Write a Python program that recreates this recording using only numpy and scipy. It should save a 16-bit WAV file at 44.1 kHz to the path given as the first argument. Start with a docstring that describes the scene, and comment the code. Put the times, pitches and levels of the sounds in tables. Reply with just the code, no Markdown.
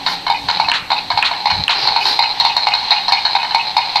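"""A rice field, where a wind wheel beats two bamboo tubes in turn: bright clacks and hollow knocks, each
ringing the tube's air column and wall. A knock often has a light rebound, and the clacks echo off the
tree line in soft, grainy swells. Three sharp cracks and a few ticks cut in. Leaves swish over a faint
drone, gusts bump the microphone, and the loudest blows overload it."""
import sys
import numpy as np
from scipy import signal
from scipy.fft import rfft, irfft, next_fast_len
from scipy.io import wavfile
from scipy.ndimage import map_coordinates

SR = 44100
rng = np.random.default_rng(int(sys.argv[2]) if len(sys.argv) > 2 else 0)


def int16_out(signal):
    """Quantize to a 16-bit WAV file."""
    q = np.round(np.clip(np.atleast_2d(signal).T, -1, 1) * 32767)
    wavfile.write(sys.argv[1], SR, q.astype(np.int16))


N = 176400
T = np.arange(N) / SR
RING_T = T[:SR // 2]  # time axis of one hit


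def amp(db):
    """Decibels to gain."""
    return 10 ** (np.asarray(db) / 20)


def unit(x):
    """Scale to rms 1."""
    return x / np.sqrt(np.mean(x ** 2) + 1e-20)


def fade(t60):
    """Exponential decay, 60 dB down after t60 seconds."""
    return np.exp(-np.log(1000) * RING_T / t60)


def add(track, s, sound):
    """Mix a sound in at s seconds."""
    part = track[round(s * SR):][:len(sound)]
    part += sound[:len(part)]


def noise(eq, size=N):
    """Noise of rms 1, coloured by an EQ curve."""
    hz, db = np.transpose(eq)
    freqs = np.fft.rfftfreq(size, 1 / SR)
    gain = amp(np.interp(np.log(freqs + 1), np.log(hz), db))
    return unit(irfft(rfft(rng.standard_normal(size)) * gain, size))


def wobble(rate):
    """Smooth random modulation, rate knots a second."""
    return map_coordinates(rng.standard_normal(256), [T * rate], mode="wrap")


def swells(rows):
    """An envelope of bell-shaped swells."""
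    return np.sqrt(sum(amp(2 * db) * np.exp(-((T - s) / half) ** 2) for s, half, db in rows))


def ring(modes, attack_s=0.00033, scatter_db=2, detune=0.0032, disorder=0.26):
    """Damped modes, their level, pitch and phase a little different at each hit, at constant energy."""
    hz, db, t60 = np.transpose(modes)
    level, pitch, phase = rng.standard_normal((3, len(hz), 1))
    envelopes = amp(db)[:, None] * fade(t60[:, None]) * (1 - np.exp(-(RING_T / attack_s) ** 2))
    cycles = hz[:, None] * (1 + detune * pitch) * RING_T + disorder * phase
    y = np.sum(envelopes * amp(scatter_db * level) * np.sin(2 * np.pi * cycles), 0)
    return y * np.sqrt(np.sum(envelopes ** 2) / 2 / np.sum(y ** 2))


def outdoors(y, near_db=0, far_db=0, trees_t60=0.73):
    """A hit plus reverb: sparse scatter off poles and ground, a diffuse tail from the tree line."""
    out = y.copy()
    near, trees = rng.standard_normal((2, len(y)))
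    near = near * (rng.random(len(y)) < 500 / SR)  # about 500 reflections a second
    sends = (near, 0.008, 0.1, near_db - 4.5), (trees, 0.032, trees_t60, far_db - 8)
    for paths, delay_s, t60, db in sends:
        tail = signal.fftconvolve(y, paths * fade(t60))[:len(y)]
        add(out, delay_s, amp(db) * tail * np.linalg.norm(y) / np.linalg.norm(tail))
    return out


# Early reflections off nearby surfaces (delay [s], level [dB])
ECHOES = [(.0128, -7), (.0235, -13.5)]


def echoed(y):
    """Add distinct echoes; their paths shift a little in the wind."""
    out = y.copy()
    for delay_s, db in ECHOES:
        add(out, delay_s + 0.0001 * rng.standard_normal(), amp(db) * y)
    return out


# Far drone partials (frequency [Hz], level [dB])
DRONE_TONES = [(180, -51), (277, -51.5)]
# Drone fader (time [s], gain [dB])
DRONE_FADER = [(0, 6.5), (1.2, 1.5), (2, -9.5), (4, -9)]


def drone():
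    """Two faint tones that waver in pitch and level and fade down."""
    tones = np.zeros(N)
    for hz, db in DRONE_TONES:
        level = amp(db + 4.3 * wobble(11))
        pitch = hz * (1 + 0.0252 * wobble(22))
        tones += level * np.sin(2 * np.pi * np.cumsum(pitch) / SR)
    return tones * amp(np.interp(T, *np.transpose(DRONE_FADER)))


# EQs of far bamboo and foliage, airy hiss, low rumble and mic bumps (frequency [Hz], level [dB])
FIELD_EQ = [(300, -58), (600, -31.5), (780, 4), (930, 0), (1280, -17), (1940, -12), (2300, -11),
            (3300, -9.5), (3710, -7.5), (4160, 0), (5200, -20.5), (6200, -26.5), (8000, -63)]
HISS_EQ = [(2000, 1), (5500, 5), (7000, -1), (8200, 3.5), (9500, -10.5), (12000, 0.5), (13200, -26),
           (15500, -34)]
RUMBLE_EQ = [(25, -1.5), (50, -4), (120, 1.5), (260, -2.5), (550, -1.5), (800, -6.5), (1500, -35)]
GUST_EQ = [(20, -33), (50, -4), (80, 5.5), (140, 1), (220, -7.5), (400, -29), (1000, -66)]
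# Rumble fader (time [s], level [dB])
RUMBLE_FADER = [(0, -40.5), (1, -41.5), (2, -42.5), (2.6, -43.5), (4, -44)]
# Gusts hitting the mic (centre [s], half width [s], level [dB])
GUSTS = [(.46, 0.034, -34.5), (.66, 0.01, -37), (.82, 0.0095, -39), (1.15, 0.013, -31),
         (1.53, 0.011, -25.5), (1.595, 0.02, -24), (1.84, 0.008, -35.5), (1.91, 0.01, -35.5),
         (2.43, 0.024, -41)]


def wind():
    """A bed of wavering field noise, steady air and rumble; gusts bump the microphone."""
    field = amp(-28 + 4.3 * wobble(5.25)) * noise(FIELD_EQ)
    hiss = amp(-47.5) * noise(HISS_EQ)
    rumble = amp(np.interp(T, *np.transpose(RUMBLE_FADER))) * noise(RUMBLE_EQ)
    bumps = swells(GUSTS) * noise(GUST_EQ)
    return field + hiss + rumble + bumps


# Leaf swishes (centre [s], half width [s], body [dB], fizz [dB])
SWISHES = [(0.108, 0.033, -25, -37), (0.433, 0.076, -50, -48.5), (1.834, 0.048, -19, -45),
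           (2.092, 0.057, -18.5, -35)]
# EQs of a swish's body and its fizzy top (frequency [Hz], level [dB])
SWISH_EQ = [(150, -31), (400, -8), (600, -12.5), (1500, -8.5), (3200, -8), (4100, 0), (4700, 2.5),
            (5500, -11), (7000, -39), (9500, -46), (15000, -55)]
FIZZ_EQ = [(3000, -3), (5800, 10), (7000, -0.5), (9500, -6), (12200, -1.5), (13500, -14), (15500, -26)]


def leaves():
    """Foliage swishes with a slight flutter, each swish with its own share of fizz."""
    body = swells([(s, half, db) for s, half, db, _ in SWISHES]) * noise(SWISH_EQ)
    fizz = swells([(s, half, db) for s, half, _, db in SWISHES]) * noise(FIZZ_EQ)
    return (body + fizz) * amp(0.61 * wobble(60.2))


# Echo swells off the tree line (centre [s], half width [s], level [dB])
ECHO_SWELLS = [(.14, 0.024, -22.5), (.565, 0.016, -18.5), (.985, 0.0077, -18), (1.39, 0.04, -27.5),
               (1.575, 0.048, -20), (1.77, 0.033, -23), (1.89, 0.066, -19.5), (2.13, 0.049, -19.5),
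               (2.3, 0.022, -20), (2.642, 0.019, -17.5), (2.81, 0.042, -23.5), (3.32, 0.029, -20.5),
               (3.5, 0.022, -26.5), (3.68, 0.025, -19), (3.88, 0.028, -22)]
# Ring of one echo grain (frequency [Hz], level [dB], t60 [s])
GRAIN_MODES = [(850, -7, 0.035), (2330, -4.5, 0.0097), (3920, -2.5, 0.017), (4150, -1.5, 0.035),
               (4900, -10, 0.0098)]


def tree_line_echo(grains_per_s=130, spread_db=1.7):
    """Soft, grainy, bright swells just after the clacks, as they echo off the tree line."""
    gap, strength = rng.standard_normal((2, 1024))
    times = np.cumsum(np.exp(0.4 * gap)) / grains_per_s
    impulses = np.bincount((times * SR).astype(int), amp(spread_db * strength), N)[:N]
    grains = signal.fftconvolve(impulses, ring(GRAIN_MODES, scatter_db=1.5, detune=0))[:N]
    return swells(ECHO_SWELLS) * unit(grains)


# Tick cues (time [s], level [dB])
TICKS = [(0.429, -20), (0.512, -1), (0.698, -4), (1.638, 1), (2.409, 2)]
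# Ring of a tick (frequency [Hz], level [dB], t60 [s])
TICK_MODES = [(2420, -13.5, 0.0039), (4110, -1, 0.011), (4700, -23, 0.0032)]


def ticks():
    """Tiny bright hits, left dry."""
    out = np.zeros(N)
    for s, db in TICKS:
        add(out, s, amp(db) * ring(TICK_MODES, attack_s=0.00023))
    return out


# Crack cues (time [s], level [dB])
CRACKS = [(0.716, -1.5), (1.226, -2), (1.68, -1.5)]
# Snap of a crack (frequency [Hz], level [dB], t60 [s])
CRACK_MODES = [(968, -8, 0.026), (1455, -22, 0.075), (1770, -4, 0.014), (2280, -8, 0.012),
               (2646, -5, 0.015), (2757, 7, 0.0093), (3170, 8, 0.0061)]
# EQs of the dull near slap and the splash off the trees (frequency [Hz], level [dB])
SLAP_EQ = [(400, -37), (900, -3), (2000, -4), (2800, -1), (4000, -31), (6000, -42), (15000, -60)]
SPLASH_EQ = [(300, -24), (600, -10.5), (900, 0), (1300, 0.5), (2700, 1), (4200, 9.5), (5200, -11),
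             (7000, -19), (10000, -33), (15000, -57)]


def cracks():
    """Sharp cracks scatter dully nearby and come back from the trees as a broad splash."""
    out = np.zeros(N)
    splash_envelope = fade(t60=0.16) * (1 - np.exp(-RING_T / 0.013))
    for s, db in CRACKS:
        snap = ring(CRACK_MODES, attack_s=0.00076, disorder=0.24)
        slap = noise(SLAP_EQ, len(RING_T)) * fade(t60=0.49)
        splash = noise(SPLASH_EQ, len(RING_T)) * splash_envelope
        add(out, s, amp(db) * snap)
        add(out, s + 0.005, amp(db - 16) * slap)
        add(out, s + 0.018, amp(db - 4) * splash)
    return out


# Rebound cues, just behind the knocks (time [s], level [dB])
REBOUNDS = [(.343, -17), (.644, -18), (.964, -18.5), (1.222, -14), (1.5, -16.5), (2.009, -14),
            (2.24, -15.5), (2.496, -16), (2.717, -13), (2.962, -15), (3.17, -13), (3.399, -17),
            (3.595, -15), (3.815, -18)]
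# Ring of a rebound (frequency [Hz], level [dB], t60 [s])
REBOUND_MODES = [(827, -0.5, 0.052), (962, -4, 0.02), (1620, -9, .015), (2123, -3.5, 0.037),
                 (2270, -6, 0.012), (2514, 7, 0.033), (2623, -15, 0.012), (2906, 4.5, 0.025)]


def rebounds():
    """The beater bounces back onto the tube: a light tap with a soft attack."""
    out = np.zeros(N)
    for s, db in REBOUNDS:
        tap = ring(REBOUND_MODES, attack_s=0.0028, disorder=0.14, detune=0.017)
        add(out, s, amp(db) * outdoors(tap, near_db=5.5, far_db=-21))
    return out


# EQ of the beater's contact transient (frequency [Hz], level [dB])
CONTACT_EQ = [(300, -45), (600, -13), (900, -6.5), (1400, -0.5), (3200, -9), (4200, 1.5), (5200, -9.5),
              (6300, -24.5), (9000, -37), (15000, -70)]


def tube(blows, modes, middle_near_db, contact_near_db):
    """Each blow layers contact noise with its own mix of air-column, middle and wall modes."""
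    air_top_hz, wall_low_hz = 1200, 3400
    air_modes = [m for m in modes if m[0] < air_top_hz]
    middle_modes = [m for m in modes if air_top_hz <= m[0] < wall_low_hz]
    wall_modes = [m for m in modes if m[0] >= wall_low_hz]
    contact_envelope = fade(t60=0.016) * (1 - np.exp(-(RING_T / 0.00027) ** 2))
    out = np.zeros(N)
    for s, contact_db, air_db, middle_db, wall_db in blows:
        air = ring(air_modes, attack_s=0.0018, disorder=0.067, detune=0.0099, scatter_db=0)
        middle = ring(middle_modes, attack_s=0.00025, disorder=0.24, detune=0.0012)
        wall = ring(wall_modes, attack_s=0.0018, disorder=0.092, detune=0.004, scatter_db=2.4)
        add(out, s, amp(air_db + 6.5) * outdoors(echoed(air), far_db=-0.2, trees_t60=0.32))
        add(out, s, amp(middle_db + 0.5) * outdoors(middle, middle_near_db, far_db=4, trees_t60=0.44))
        add(out, s, amp(wall_db + 5.5) * outdoors(echoed(wall), near_db=-8, far_db=1, trees_t60=0.55))
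        contact = noise(CONTACT_EQ, len(RING_T)) * contact_envelope
        add(out, s, amp(contact_db - 15) * outdoors(contact, contact_near_db, far_db=8.5))
    return out


# Hollow knocks on the first tube, bright clacks on the second
# (time [s], contact [dB], air column [dB], middle modes [dB], wall modes [dB])
KNOCKS = [(0.299, 1, -5, -15.5, -13), (0.598, 0, -3, -15.5, -12), (0.916, -5, -5, -17, -12),
          (1.174, 2.5, -5.5, -15.5, -11), (1.456, 0, -5, -13.5, -11), (1.961, -6, -6, -12.5, -11.5),
          (2.19, -5, -5.5, -11.5, -8), (2.449, 4, -5.5, -16, -9.5), (2.669, 4.5, -4.5, -10, -11.5),
          (2.915, 0.5, -6.5, -11.5, -11.5), (3.121, 7, -6.5, -11.5, -6.5), (3.351, 1, -4.5, -13, -10),
          (3.546, 3.5, -4, -11.5, -9), (3.766, 0.5, -4, -13, -9), (3.957, 5.5, -5.5, -14, -8)]
CLACKS = [(0.063, 3, -10, -12, -10), (0.266, -3.5, -7.5, -13, -13.5), (0.486, 6.5, -7, -14.5, -10),
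          (0.684, -8, -8.5, -14, -9), (0.903, 1, -8, -17, -13.5), (1.102, 1, -5.5, -14, -10.5),
          (1.312, -9, -8, -17, -16), (1.502, 2.5, -5.5, -14.5, -9.5), (1.693, 2, -7.5, -11, -10.5),
          (1.872, -3.5, -8, -16, -5.5), (2.054, 0.5, -7.5, -17, -9), (2.224, 0.5, -11.5, -19, -7),
          (2.399, 1, -9.5, -19, -4.5), (2.565, 1.5, -7, -17.5, -5.5), (2.737, -2, -11, -17, -6),
          (2.906, -1, -9.5, -17.5, -3), (3.081, 5.5, -7.5, -19, -8), (3.251, 0.5, -9.5, -14.5, -6),
          (3.43, -5, -10.5, -15, -15.5), (3.508, -11, -16.5, -19.5, -15)]
# Voice of each tube, from air column up to wall (frequency [Hz], level [dB], t60 [s])
KNOCK_MODES = [(831.5, -10, 0.071), (865, 2.5, 0.023), (912, -9, 0.064), (1440, -1, 0.0084),
               (2095, -8.5, 0.048), (2228, -7, 0.11), (2464, -2, 0.029), (2856, -12.5, 0.041),
               (3703, -6.5, 0.06), (3842, -18.5, 0.18), (4080, -6.5, .06), (4260, -4.5, 0.061),
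               (4480, -12, 0.047), (4855, -12.5, 0.053), (5610, -26, 0.047)]
CLACK_MODES = [(735, -9.5, 0.042), (872, -11.5, 0.062), (947.3, -2, 0.029), (1554, -3, 0.015),
               (1796, -2, 0.017), (2179, -8, 0.052), (2710, -20, 0.053), (3030, -9.5, 0.054),
               (3802, -9, 0.055), (4146, -0.5, .035), (4290, -4, 0.04), (4680, -14.5, 0.023),
               (4800, -16, 0.032), (5510, -24.5, 0.031)]


def wind_wheel(low_cut_hz=728):
    """The wheel beats two bamboo tubes in turn; being narrow, they radiate little low end."""
    knocks = tube(KNOCKS, KNOCK_MODES, middle_near_db=4, contact_near_db=6)
    clacks = tube(CLACKS, CLACK_MODES, middle_near_db=7, contact_near_db=9)
    low_cut = signal.butter(3, low_cut_hz, "high", fs=SR, output="sos")
    return signal.sosfilt(low_cut, knocks + clacks + rebounds())


def scene():
    """The mono mix at one microphone."""
    return (wind_wheel() + tree_line_echo() + cracks() + ticks() + leaves() + wind() + drone())[None]


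def record(dry):
    """The microphone overloads on the loudest peaks; a brick-wall low-pass trims the top."""
    hardness, top_hz = 12, 15700
    clipped = dry / (1 + np.abs(dry) ** hardness) ** (1 / hardness)
    size = next_fast_len(N + SR // 2)
    passband = np.fft.rfftfreq(size, 1 / SR) < top_hz
    return irfft(rfft(clipped, size) * passband, size)[:, :N]


dry = scene()
out = record(dry)
int16_out(out)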